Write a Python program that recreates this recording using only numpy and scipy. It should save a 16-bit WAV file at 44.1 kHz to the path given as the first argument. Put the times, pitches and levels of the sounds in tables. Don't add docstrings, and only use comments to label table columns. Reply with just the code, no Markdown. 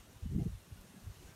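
import sys
import numpy as np
from scipy import signal
from scipy.fft import rfft, irfft, next_fast_len
from scipy.io import wavfile
from scipy.ndimage import uniform_filter1d

SR = 44100
rng = np.random.default_rng(int(sys.argv[2]) if len(sys.argv) > 2 else 0)


def store_pcm(level_fs):
    pcm = np.round(np.clip(level_fs, -1, 1) * 32767).astype(np.int16)
    wavfile.write(sys.argv[1], SR, np.atleast_2d(pcm).T)


def gain_from_decibels(decibels):
    exponent = np.asarray(decibels, float) / 20
    return 10 ** exponent


N = 59535


def unit(x):
    return x / np.sqrt(np.mean(x ** 2, axis=-1, keepdims=True) + 1e-20)


def filtered(x, response):
    n = x.shape[-1]
    m = next_fast_len(n + 8192)
    f = np.fft.rfftfreq(m, 1 / SR) + 1
    return irfft(rfft(x, m) * response(f), m)[..., :n]


def puffs(table, below, above):
    start, length, db, hz = np.transpose(table)[:, :, None, None]
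    span = 2 ** (np.arange(-6, 6) / 3)
    reach = SR // 10
    t = np.arange(-reach, reach) / SR
    chance = rng.standard_normal((len(start), 4, len(span), 1))
    late, tune, size, turn = chance.transpose(1, 0, 2, 3)

    ratio = span[:, None] * (1 + 0.04 * tune)
    colour = (ratio * np.exp((1 - ratio ** above) / above)) ** below
    gain = gain_from_decibels(1.5 * size) * colour
    scatter = 0.15 * np.tanh(late) / 2
    swell = np.cos(np.pi * np.clip(t / (2 * length) - scatter, -.5, .5)) ** 2
    ripples = gain * swell * np.cos(2 * np.pi * (hz * ratio * t + turn))

    swell_rms = np.sqrt(np.mean(swell[:, 0] ** 2, axis=1, keepdims=True))
    rows = gain_from_decibels(db[:, 0]) * unit(ripples.sum(axis=1)) * swell_rms
    margin = SR // 2
    at = np.round(start[:, 0] * SR).astype(int) + np.arange(len(t)) + margin - reach
    return np.bincount(at.ravel(), rows.ravel(), N + SR)[margin:][:N]


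# t/s, length/s, level/dB, peak f/Hz
EDDIES = [(.004, 0.022, -52, 62), (.09, 0.075, -61, 64.2), (.168, 0.022, -51, 75), (.213, 0.016, -73, 74),
          (.242, 0.022, -37, 74), (.268, 0.025, -36, 73.6), (.302, 0.023, -39, 77), (.33, 0.04, -38, 121),
          (.366, 0.023, -32.5, 133), (.387, 0.021, -30.5, 142.2), (.403, 0.03, -42, 95.4),
          (.424, 0.022, -31.5, 119.8), (.466, 0.019, -32, 146), (.479, 0.047, -37.5, 68.7),
          (.512, 0.012, -46, 81.5), (.537, 0.037, -39, 74.2), (.562, .03, -45.5, 49),
          (.61, 0.045, -58.5, 55), (.724, 0.021, -42, 78), (.775, 0.061, -59, 87), (.8, 0.066, -50.5, 42),
          (1.045, 0.03, -48, 55), (1.088, 0.043, -40.5, 70.6), (1.19, 0.056, -55, 91.6),
          (1.262, 0.065, -51, 64), (1.3, 0.07, -70, 71.6), (1.225, 0.082, -70, 61.4), (.92, .06, -67, 55),
          (.345, 0.04, -35, 62), (.38, 0.022, -40.5, 76)]


def thumps():
    return puffs(EDDIES, below=2.1, above=2.1)


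# t/s, length/s, level/dB, f/Hz
FLUTTERS = [(.125, 0.017, -62, 230), (.205, 0.018, -63.5, 351), (.262, 0.015, -40.5, 192.6),
            (.325, 0.038, -52, 315), (.355, 0.014, -47.5, 356), (.375, 0.047, -41, 210),
            (.39, 0.021, -39.5, 309), (.405, 0.018, -56.5, 694), (.43, 0.032, -61, 640),
            (.422, 0.025, -50.5, 392), (.467, 0.019, -47.5, 375), (.6, 0.14, -67, 101),
            (.675, 0.015, -57.5, 166), (.79, 0.049, -62, 188.4), (.85, 0.045, -62, 175),
            (.9, 0.022, -59, 188), (.945, 0.01, -54.5, 293), (.972, 0.031, -53, 172),
            (1.022, 0.02, -58, 219), (1.225, 0.035, -61, 354.5), (1.28, 0.09, -65, 170),
            (1.07, 0.051, -61.5, 189), (1.12, 0.034, -64, 175), (.5, 0.02, -54, 194)]


def flutters():
    return puffs(FLUTTERS, below=15, above=2.1)


def patches(x, depth_db, bins, frames):
    z = signal.stft(x, nperseg=512)[2]
    field = uniform_filter1d(rng.standard_normal(z.shape), bins, axis=0)
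    field = uniform_filter1d(field, frames, axis=1)
    return signal.istft(z * gain_from_decibels(depth_db * field / field.std()), nperseg=512)[1][:N]


# t/s, level/dB
FLOW = [
    (0.0, -61.5),
    (0.018, -65.5),
    (0.382, -64.5),
    (0.398, -63),
    (0.578, -65.5),
    (1.286, -62.5),
    (1.35, -64.5),
]
# f/Hz, level per Hz/dB
HISS = [(20, -12), (100, 10.5), (400, 1.5), (900, -2.5), (2000, -5.5), (6500, -9), (11500, -11),
        (15700, -19)]
# f/Hz, width/Hz, level/dB
HOUSING = [(2210, 670, -1.5), (2800, 140, 2), (4860, 990, -3), (7700, 590, -2.5), (10520, 1150, -4)]


def flow():
    s, db = np.transpose(FLOW)
    hz, level_db = np.transpose(HISS)

    def colour(f):
        hiss_db = np.interp(np.log(f), np.log(hz), level_db)
        housing_db = sum(g * np.exp(-(2 * (f - c) / w) ** 2) for c, w, g in HOUSING)
        return gain_from_decibels(hiss_db + housing_db)

    broad = patches(rng.standard_normal(N), depth_db=0.8, bins=40, frames=6)
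    noise = patches(broad, depth_db=1.3, bins=3, frames=10)
    hiss = filtered(noise, colour)
    upper = filtered(hiss, lambda f: (f > 1000) & (f < 15500))
    return gain_from_decibels(np.interp(np.arange(N) / SR, s, db)) * hiss / upper.std()


# t/s, peak level/dB, 60 dB decay/s, f/Hz
CRACKLES = [
    (.8115, -56, .012, 13000),
    (.44, -67, .1, 11500),
]


def crust():
    out = np.zeros(N + SR)
    t = np.arange(SR // 10) / SR
    for s, db, t60, hz in CRACKLES:
        width = 0.41
        noise = filtered(rng.standard_normal(len(t)),
                         lambda f: 0.64 + np.exp(-((f / hz - 1) / width) ** 2))
        out[round(s * SR):][:len(t)] += gain_from_decibels(db - 60 * t / t60) * unit(noise)
    return out[:N]


# t/s, length/s, level/dB, f/Hz
WHISTLES = [
    (.27, .09, -76.5, 2764),
    (.4, 0.033, -72, 2216),
    (.555, 0.018, -72, 2800),
    (.78, 0.014, -67, 1350),
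    (.97, 0.021, -69, 1724),
    (1.2, 0.041, -72.5, 2800),
    (1.3, 0.061, -75, 1617),
    (.165, 0.035, -71.5, 946),
]


def vents():
    return puffs(WHISTLES, below=40, above=2.1)


def scene():
    return (thumps() + flutters() + flow() + crust() + vents())[None]


def top_cut(x):
    return signal.sosfilt(signal.butter(12, 15670, fs=SR, output="sos"), x)


def record(dry):
    port_hz, port_slope, top_hz = 55, 1.22, 15800
    mix = filtered(dry, lambda f: (f < top_hz) / np.sqrt(1 + (port_hz / f) ** (2 * port_slope)))
    return top_cut(mix)


dry = scene()
out = record(dry)
store_pcm(out)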